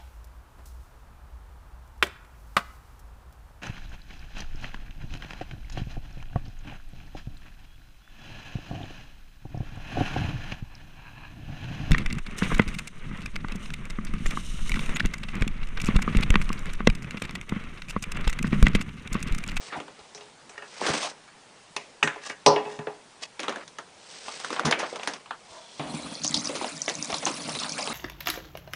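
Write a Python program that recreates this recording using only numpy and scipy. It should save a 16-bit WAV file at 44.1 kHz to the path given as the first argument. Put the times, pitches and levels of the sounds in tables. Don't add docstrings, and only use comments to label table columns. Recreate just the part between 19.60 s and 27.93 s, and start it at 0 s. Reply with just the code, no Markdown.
import sys
import numpy as np
from scipy import signal
from scipy.io import wavfile
from scipy.ndimage import uniform_filter1d

SR = 44100
rng = np.random.default_rng(int(sys.argv[2]) if len(sys.argv) > 2 else 0)


def store_wav(level_fs):
    pcm = np.round(np.clip(np.atleast_2d(level_fs), -1, 1) * 32767)
    wavfile.write(sys.argv[1], SR, pcm.T.astype(np.int16))


N = 367353

# pitch in Hz, relative level in dB, seconds to fade by 60 dB before damping.
BASIN_NOTES = [(115, -13.5, 0.26), (153.6, -4, 0.29), (234.3, -4, 0.18), (300.6, -10, 0.54),
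               (418.6, 12.5, 0.36), (476, -0.5, 0.3), (507, -7, 0.3), (559, 0, 0.4), (652, -2, 0.23),
               (716, 8.5, 0.11), (802, -14, 0.94), (858, 9, 0.21), (936, -8.5, 0.2), (998, 3.5, 0.39),
               (1190, -2, 0.25), (1350, -21, .16)]


def gain_of(db):
    return 10 ** (np.asarray(db) / 20)


def evened(x):
    return x / np.sqrt(np.mean(x ** 2) + 1e-20)


def follow(rows):
    times, *levels = np.transpose(rows)
    return [gain_of(np.interp(np.arange(N) / SR, times, db, -120, -120)) for db in levels]


def add(mix, start, sound):
    part = mix[round(start * SR):][:len(sound)]
    part += sound[:len(part)]


def band(x, lo_hz, hi_hz):
    return evened(signal.sosfilt(signal.butter(3, [lo_hz, hi_hz], "bandpass", fs=SR, output="sos"), x))


def wobble(seconds):
    return evened(uniform_filter1d(rng.standard_normal(N), int(seconds * SR)))


def hiss(spectrum, patchy_db, size=512):
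    frames, hz = 4 * N // size + 5, np.fft.rfftfreq(size, 1 / SR)
    real, imag, patches = rng.standard_normal((frames, len(hz), 3)).T
    patches = evened(uniform_filter1d(uniform_filter1d(patches, size=5, axis=0), size=6, axis=1))
    points_hz, points_db = np.transpose(spectrum)
    db = np.interp(np.log(hz + 1), np.log(points_hz + 1), points_db)
    shaped = (real + 1j * imag) * gain_of(db[:, None] + patchy_db * patches)
    return evened(signal.istft(shaped, nperseg=size, noverlap=3 * size // 4)[1][:N])


def clicks(per_s, spread_db):
    return gain_of(spread_db * np.minimum(rng.exponential(1, N), 4)) * (rng.random(N) < per_s / SR)


def crackle(per_s, spread_db, grain_s):
    decay = np.exp(-1 / (grain_s * SR))
    return evened(signal.lfilter([1], [1, -decay], clicks(per_s, spread_db)) * rng.standard_normal(N))


def resonate(x, hz, width_hz):
    turn = np.exp(2j * np.pi * np.cumsum(hz * np.ones(len(x))) / SR)
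    return evened((turn * signal.lfilter([1], [1, -np.exp(-np.pi * width_hz / SR)], x / turn)).real)


def ring(notes, centre_hz, damping, reach_db, rise_s=0.00012):
    hz, db, fade_s = np.transpose(notes)[:, :, None]
    t = np.arange(SR // 2) / SR
    db = db - np.minimum(16 * np.log2(hz / centre_hz) ** 2, reach_db)
    split, phase, twin_phase = rng.random((len(hz), 3, 1)).transpose(1, 0, 2)
    tone = np.sin(2 * np.pi * (hz * t + phase))
    twin = np.sin(2 * np.pi * (hz * (1.003 + 0.008 * split) * t + twin_phase))
    sound = (gain_of(db - 60 * t * damping / fade_s) * (tone + 0.4 * twin)).sum(0)
    return sound * (1 - np.exp(-t / rise_s)) / np.linalg.norm(gain_of(db))


def rattled(sound, fade_s, bounce_db):
    t = np.arange(int(.08 * SR)) / SR
    bounces = rng.standard_normal(len(t)) * (rng.random(len(t)) < 900 / SR)
    bounces *= gain_of(bounce_db - 60 * t / fade_s)
    bounces[0] = 1
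    return signal.fftconvolve(sound, bounces / np.linalg.norm(bounces))


def burst(level_db, hz, body_db, edge_db, fade_s, crack_s, tail_db):
    t = np.arange(int(.3 * SR)) / SR
    noise, out = rng.standard_normal(len(t)), np.zeros(len(t))
    layers = [(body_db, 230, 750, 1.3, .0025), (level_db, 0.65 * hz, 1.42 * hz, 1.1, .0005),
              (level_db - 4, 900, 3500, .9, .0005),
              (edge_db, 3500, 7000, .8, .0004), (edge_db - 7.5, 6500, 10000, .75, .0003)]
    for db, lo_hz, hi_hz, stretch, rise_s in layers:
        fade = np.exp(-t / crack_s) + gain_of(tail_db - 60 * t / (stretch * fade_s))
        out += gain_of(db) * band(noise, lo_hz, hi_hz) * (1 - np.exp(-t / rise_s)) * fade
    return out


def kitchen_air():
    # frequency in Hz, relative level in dB.
    spectrum = [(18, -12), (30, -33.5), (149, -6), (358, -11), (414, -4.5), (456, -7.5), (880, -7),
                (1180, -10.5), (4710, -16), (10000, -21.5), (13000, -71), (22000, -120)]
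    return gain_of(-53.5) * hiss(spectrum, patchy_db=1.8, size=1024)


def puffs():
    # start in seconds, level in dB.
    gusts = [(0.17, -49), (0.399, -56), (1.288, -36), (2.869, -76), (5.049, -37), (5.899, -56),
             (6.749, -45), (7.519, -44)]
    out, progress = np.zeros(N), np.linspace(0, 1, int(0.032 * SR))
    for start, db in gusts:
        add(out, start, gain_of(db) * np.sin(2 * np.pi * 2.6 * progress) * np.sin(np.pi * progress) ** 2)
    return out


def thuds():
    # start in seconds, level in dB, favoured pitch in Hz.
    blows = [(0.163, -28, 310), (1.292, -25.5, 158), (1.338, -28, 306), (2.439, -17.5, 197),
             (2.867, -42, 153), (3.186, -24.5, 182), (5.045, -19.5, 113.2), (5.072, -15.5, 232),
             (6.196, -21, 204), (6.28, -33, 300), (6.34, -23, 225), (6.642, -28.5, 288)]
    out = np.zeros(N)
    for start, db, hz in blows:
        add(out, start, gain_of(db) * ring(BASIN_NOTES[:4], hz, damping=2.2, reach_db=11, rise_s=0.0042))
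    return out


def flap():
    # time in seconds, level in dB, pitch in Hz.
    swing = [(0.1, -44, 1990), (0.13, -51, 1470), (0.15, -44, 1020), (0.171, -30.5, 740), (0.195, -42, 664),
             (0.21, -62, 660)]
    times, _, hz = np.transpose(swing)
    pitch = np.interp(np.arange(N) / SR, times, hz)
    loudness, = follow([row[:2] for row in swing])
    return loudness * resonate(rng.standard_normal(N), pitch, width_hz=76)


def pops():
    # start in seconds, level in dB, pitch in Hz.
    hits = [(1.215, -18.5, 890), (1.283, -17, 1440), (1.447, -25, 665), (2.165, -23, 1050),
            (2.429, -9, 2500), (2.427, -11.5, 1250), (2.475, -25, 1790), (2.701, -24, 1910),
            (2.863, -9.5, 860), (3.27, -26.5, 510), (3.881, -18, 1160), (4.846, -20, 1480),
            (4.904, -25, 1050), (4.927, -27.5, 480), (4.964, -23, 1090), (4.995, -10.5, 1310),
            (5.054, -17, 1200), (5.125, -8.5, 1640), (5.229, -20.5, 564), (5.327, -25, 523),
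            (5.433, -22.5, 2700), (6.951, -25.5, 530), (7.013, -20.5, 890), (7.044, -24, 860),
            (7.279, -19.5, 593), (7.495, -49, 585), (7.668, -22, 950)]
    out = np.zeros(N)
    for start, db, hz in hits:
        phase, high_phase = rng.random(2)
        cycles = np.arange(SR // 100) / SR * hz
        tone = np.sin(2 * np.pi * (cycles + phase))
        tone += gain_of(-19.5) * np.sin(2 * np.pi * (2.53 * cycles + high_phase))
        age = cycles / 1.08
        add(out, start, gain_of(db) * tone * (age * np.exp(1 - age)) ** 2)
    return out


def tap():
    # time in seconds, spout level in dB, valve level in dB.
    opening = [(5.82, -83, -76), (5.9, -51, -61), (5.964, -46, -60), (6.076, -61, -54), (6.176, -59, -56),
               (6.3, -75, -55), (6.6, -75, -47.5)]
    # pitch in Hz, width in Hz, relative level in dB.
    spout = [(660, 60, -6), (940, 69, -5)]
    valve = [(3400, 230, -1), (4090, 120, -7), (5550, 300, -9.5)]
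    noise, out = rng.standard_normal(N), np.zeros(N)
    for loudness, notes in zip(follow(opening), (spout, valve)):
        out += loudness * evened(sum(gain_of(db) * resonate(noise, hz, width) for hz, width, db in notes))
    return out


def spatters(pitches=14, cycles=9.3):
    sizes = clicks(per_s=100, spread_db=2.7)
    kind, out = rng.integers(0, pitches, N), np.zeros(N)
    for k, hz in enumerate(np.geomspace(4390, 7800, pitches)):
        age = np.arange(SR // 100) / SR * hz / cycles
        drop = np.sin(2 * np.pi * cycles * age * (0.952 + 0.041 * age)) * age * np.exp(-2.5 * age)
        out += signal.oaconvolve(sizes * (kind == k), drop)[:N]
    return evened(out)


def water():
    # time in seconds, then hiss, drumming and spatter levels in dB.
    stream = [(6.195, -51, -45, -62), (6.26, -47, -42.5, -51), (6.37, -41.5, -41.5, -51),
              (6.5, -42, -43, -65), (6.63, -46.5, -46, -40), (6.75, -43.5, -37, -49),
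              (6.88, -38.5, -42.5, -40), (7.04, -39.5, -48, -54), (7.24, -46.5, -47.5, -49),
              (7.5, -40.5, -44.5, -47), (7.77, -39, -45, -43.5), (7.92, -39, -41, -47),
              (8.1, -40, -45, -45.5), (8.33, -37, -45, -44.5)]
    # frequency in Hz, relative level in dB.
    spectrum = [(290, -30), (500, -1.5), (619, 6.5), (827, -12), (1050, 3.5), (1800, -6), (2320, 0),
                (3020, -5), (4080, 0), (6000, -13.5), (8050, -8), (9600, -5), (10100, -8), (13100, -66),
                (22000, -120)]
    hiss_gain, drum_gain, spatter_gain = follow(stream)
    spurts = gain_of(4.5 * wobble(0.051))
    drops = crackle(per_s=420, spread_db=4, grain_s=.0018)
    sputter = 0.6 * band(drops, 4470, 6800) + spatters() + 0.078 * band(drops, 630, 5400)
    beats = crackle(per_s=600, spread_db=2.5, grain_s=.002)
    low_ring = ring(BASIN_NOTES[:4], centre_hz=152, damping=2.7, reach_db=2)
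    drum = 0.98 * evened(signal.oaconvolve(beats, low_ring)[:N])
    drum += 0.42 * band(beats, 170, 328) + 0.37 * band(beats, 38, 100) + 0.36 * band(beats, 460, 930)
    spray = gain_of(1.5 * wobble(0.018)) * hiss(spectrum, patchy_db=4)
    mist = gain_of(-15.5) * band(crackle(per_s=1200, spread_db=2, grain_s=.003), 9200, 10640)
    droplets = gain_of(-5.5) * band(crackle(per_s=71, spread_db=3.5, grain_s=.0038), 4730, 6150)
    out = hiss_gain * (spray + mist) + drum_gain * drum + spatter_gain * spurts * (sputter + droplets)
    splat = burst(-30.5, hz=734, body_db=-30.5, edge_db=-50.5, fade_s=0.81, crack_s=0.0059, tail_db=-6.5)
    add(out, stream[0][0], splat)
    return out


def spray_ticks():
    # start in seconds, level in dB, pitch in Hz.
    ticks = [(6.349, -30, 6000), (6.374, -28, 7500), (6.553, -21.5, 4400), (6.647, -29.5, 5100),
             (6.6732, -26, 5530), (6.7098, -18.5, 7640), (6.728, -24, 4600), (6.7428, -5, 4110),
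             (6.775, -15.5, 4980), (6.8106, -32, 4850), (6.847, -18, 6060), (6.8726, -24, 5460),
             (7.218, -8, 5930), (7.261, -18.5, 5460), (7.29, -13.5, 6000), (7.3527, -17, 6100),
             (7.426, -12, 5900), (7.446, -20, 5910), (7.5203, -21, 5470), (7.5437, -13.5, 4040),
             (7.583, -17.5, 5800), (7.6542, -8, 6300), (7.7144, -23, 6350), (7.7413, -23, 5500),
             (7.8401, -23, 4470), (7.894, -18, 5440), (7.989, -17.5, 3750), (8.0003, -16, 5370),
             (8.0344, -18, 4050), (8.082, -43, 5730), (8.094, -15.5, 5430), (8.121, -14.5, 5720),
             (8.275, -26, 4260), (8.2973, -24, 7220)]
    t, out = np.arange(SR // 15) / SR, np.zeros(N)
    for start, db, hz in ticks:
        tone = np.sin(2 * np.pi * hz * (t + 0.00027 * np.tanh((t / 0.017) ** 2)))
        splash = band(rng.standard_normal(len(t)), 0.82 * hz, 1.26 * hz)
        tail = gain_of(-29.5 - 15.5 * np.log2(hz / 5500)) * np.exp(-t / 0.034)
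        sound = (tone + 0.41 * splash) * np.exp(-t / 0.0012) + splash * tail
        add(out, start, gain_of(db) * sound * (1 - np.exp(-t / 0.00039)))
    return out


def strainer():
    notes = [(1200, -3, .13), (1520, -7, .08), (1680, -3, .12), (1850, -3, .12), (2260, -6, .1),
             (2600, -3, .16), (2850, -4, .14), (3300, -8, .07), (3800, -6, .07), (4100, -5, .06),
             (4600, -7, .06), (5050, -4, .08), (5500, -7, .06), (5900, -5, .07), (6350, -7, .06),
             (7800, -11, .05), (8300, -11, .05)]
    # start in seconds, crack, basin and strainer levels in dB,
    # favoured pitch in Hz, bright edge in dB, how strongly the hand damps the basin.
    knocks = [(0.39, -51, -40.5, -47, 4020, -53, 2.3), (0.548, -43, -46, -35, 6600, -52, 1.3),
              (0.576, -32, -43, -60, 3850, -54, 2.1), (0.609, -36, -43.5, -42.5, 3800, -55, 1.16),
              (0.894, -32, -44, -41.5, 8300, -46, 2), (0.978, -25, -42, -33, 1680, -43.5, 1.8),
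              (1.022, -36, -37.5, -33.5, 1610, -54, 2.5), (1.678, -39, -67, -44.5, 1600, -65, 1.5),
              (2.164, -17.5, -28, -27, 2640, -24.5, 2.1), (2.429, -3.5, -20.5, -15.5, 1920, -25, 2.6),
              (2.432, -30, -42, -26, 8000, -31, 3.3), (2.474, -7.5, -27.5, -18.5, 1780, -31, 1.6),
              (2.559, -43, -32.5, -56, 2410, -49, 3.1), (2.697, -22, -29.5, -26.5, 1910, -36, 2.9),
              (2.862, -3, -4, -9, 5570, -18, 1.1), (2.961, -16, -18.5, -24.5, 2180, -45, 1.46),
              (3.053, -44, -29, -37, 2270, -59, 0.92), (3.19, -25, -34.5, -35, 1710, -45, 1.14),
              (3.27, -20.5, -25, -35, 1805, -58, 1.7)]
    # start and length in seconds, top level in dB, favoured pitch in Hz.
    scrapes = [(2.616, 0.12, -29.5, 1630), (3, 0.25, -44, 1950), (3.611, 0.053, -28.5, 3600)]
    t, out = np.arange(SR // 2) / SR, np.zeros(N)
    for start, crack_db, basin_db, cup_db, hz, edge_db, held in knocks:
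        basin = gain_of(basin_db) * ring(BASIN_NOTES, 635, damping=held, reach_db=-1.5, rise_s=0.0027)
        cup = gain_of(cup_db) * ring(notes, hz, damping=1.6, reach_db=22)
        add(out, start, rattled(basin, fade_s=0.1, bounce_db=-24))
        add(out, start, rattled(cup, fade_s=0.12, bounce_db=-10))
        jangle = band(rng.standard_normal(len(t)), 0.74 * hz, min(1.036 * hz, 10000))
        add(out, start, gain_of(cup_db - 13 - 60 * t / 0.25) * jangle)
        clank = band(rng.standard_normal(len(t)), 510, 1064) * (1 - np.exp(-t / 0.0044))
        add(out, start, gain_of(basin_db - 11 - 60 * t * held / 0.41) * clank)
        add(out, start, burst(crack_db - 14, min(hz, 2500), basin_db - 4, edge_db,
                              fade_s=0.57, crack_s=0.0045, tail_db=-22))
    grit = crackle(per_s=1500, spread_db=1.5, grain_s=.002)
    for start, length, db, hz in scrapes:
        fastest = start + 0.45 * length
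        loudness, = follow([(start, db - 18), (fastest, db), (start + length, db - 18)])
        rubbed = signal.oaconvolve(grit, ring(notes, hz, damping=3.1, reach_db=12))[:N]
        out += loudness * (0.34 * evened(rubbed) + 0.51 * band(grit, 330, 7000))
    return out


def paper():
    # time in seconds, rustle level in dB, higher crinkle level in dB.
    handlings = [
        [(0.0, -53, -49.5), (0.074, -49.5, -48.5), (0.178, -47, -71), (0.278, -59, -68), (0.508, -62, -62),
         (0.7, -59.5, -65)],
        [(0.86, -68, -78), (0.948, -54.5, -81), (1.068, -60.5, -57), (1.2, -46.5, -48), (1.235, -30.5, -38),
         (1.358, -32.5, -35.5), (1.5, -51.5, -44.5), (1.62, -72, -103)],
        [(3.79, -60, -63), (3.84, -40.5, -51), (3.9, -45, -62), (3.97, -45, -61), (4.04, -50, -61)],
        [(4.3, -79, -70), (4.502, -56.5, -50.5), (4.726, -48.5, -44.5), (4.95, -43, -45.5), (5.078, -34, -64),
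         (5.22, -35.5, -53), (5.29, -50, -48), (5.388, -48, -52.5), (5.516, -41.5, -50.5), (5.62, -61, -65)],
        [(5.8, -78, -68), (5.92, -59, -52.5), (6.074, -68, -61), (6.2, -72, -51)],
    ]
    # start in seconds, level in dB, hollow pitch in Hz, low body in dB, bright edge in dB.
    snaps = [(0.201, -25.5, 1010, -26, -36.5), (0.281, -34.5, 1110, -34, -58),
             (1.214, -41, 920, -19.5, -37), (3.794, -27.5, 2140, -25.5, -33.5),
             (3.801, -35, 1890, -30, -27.5), (3.832, -20.5, 1040, -29, -30.5),
             (3.882, -15, 990, -15.5, -29.5), (3.894, -25.5, 1470, -45, -29.5),
             (3.924, -26.5, 1170, -45, -41), (3.959, -27.5, 1380, -26, -36), (4.078, -45, 1440, -62, -35),
             (4.185, -27, 1400, -31.5, -33), (4.682, -23, 1070, -32.5, -43), (4.8, -33, 1140, -53, -33),
             (4.847, -28, 1370, -34, -30.5), (4.904, -21.5, 970, -19, -32), (4.928, -28, 1560, -47, -30.5),
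             (4.963, -19, 1120, -47, -54), (4.995, -22.5, 1350, -20, -27), (5.111, -13.5, 665, -38, -16.5),
             (5.125, -14, 2020, -20.5, -43), (5.358, -24.5, 1170, -31, -31.5), (5.396, -26, 820, -45, -46),
             (5.433, -31, 1310, -32, -31.5), (5.474, -18.5, 1470, -19.5, -19),
             (5.536, -26, 836, -32, -29.5), (5.659, -34.5, 1110, -54, -54), (5.708, -22, 1260, -34, -43),
             (6.646, -26, 760, -34, -18.5), (6.744, -27, 684, -28, -18), (6.893, -26, 940, -17, -37),
             (7.044, -21.5, 860, -45, -33), (7.066, -31, 810, -53, -49), (7.28, -20.5, 2030, -21.5, -26),
             (7.296, -22.5, 650, -33, -21), (7.527, -18.5, 925, -23.5, -39), (7.541, -22.5, 805, -36, -24),
             (7.672, -28, 925, -19.5, -23.5), (7.888, -26, 655, -34, -47), (7.95, -21.5, 880, -23.5, -30),
             (8.274, -19.5, 795, -18, -30), (8.044, -24, 1250, -39, -47), (8.303, -25.5, 1280, -31, -48)]
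    crunches = [(0.122, -24.5, 1620, -30, -59), (1.262, -13.5, 880, -15.5, -17.5),
                (1.283, -23, 1480, -17, -20.5), (1.333, -19.5, 830, -37, -25),
                (1.425, -17.5, 890, -28, -18.5), (1.446, -21.5, 780, -35, -28),
                (5.05, -16, 1110, -16.5, -14.5), (5.188, -28, 2070, -30, -21.5),
                (5.228, -21, 1260, -25, -56), (5.328, -30, 1030, -26, -56), (6.951, -21, 910, -23, -22),
                (7.014, -22.5, 1050, -21, -28.5), (7.496, -22, 630, -47, -26),
                (7.624, -23.5, 640, -42, -29), (7.661, -12, 880, -18.5, -21),
                (8.016, -23.5, 1050, -47, -49), (8.184, -21, 790, -50, -41)]
    t, out = np.arange(N) / SR, np.zeros(N)
    grains = crackle(per_s=900, spread_db=2.5, grain_s=.003)
    sliding = crackle(per_s=1600, spread_db=2, grain_s=.003)
    rustle = band(grains, 750, 2460)
    crinkle = band(sliding, 2480, 5900) + 0.5 * band(grains, 4650, 6800)
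    crinkle += 0.41 * band(sliding, 7650, 8900)
    rumble = gain_of(-3.5) * (band(grains, 264, 590) + .5 * band(grains, 170, 354))
    for rows in handlings:
        rustle_gain, crinkle_gain = follow(rows)
        out += rustle_gain * (rustle + rumble) + crinkle_gain * crinkle
    for start, *tone in snaps:
        add(out, start, burst(*tone, fade_s=0.15, crack_s=0.0017, tail_db=-12))
    for start, *tone in crunches:
        crunch = burst(*tone, fade_s=0.18, crack_s=0.0061, tail_db=-8.5)
        add(out, start, crunch * (1 - np.exp(-t[:len(crunch)] / 0.012)))
    return out


def scene():
    air = kitchen_air()
    sink = paper() + flap() + strainer() + thuds() + pops() + tap() + water() + spray_ticks()
    sink = signal.sosfilt(signal.butter(3, 105, "highpass", fs=SR, output="sos"), sink)
    return (air + sink + puffs())[None]


def record(dry):
    sound = dry / (1 + (dry / .92) ** 4) ** .25
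    for length, top_hz, beta in [(401, 10040, 6.5), (511, 11289, 9)]:
        lowpass = signal.firwin(length, top_hz, window=("kaiser", beta), fs=SR)
        sound = signal.oaconvolve(sound, lowpass[None], "same")
    return sound


dry = scene()
out = record(dry)
store_wav(out)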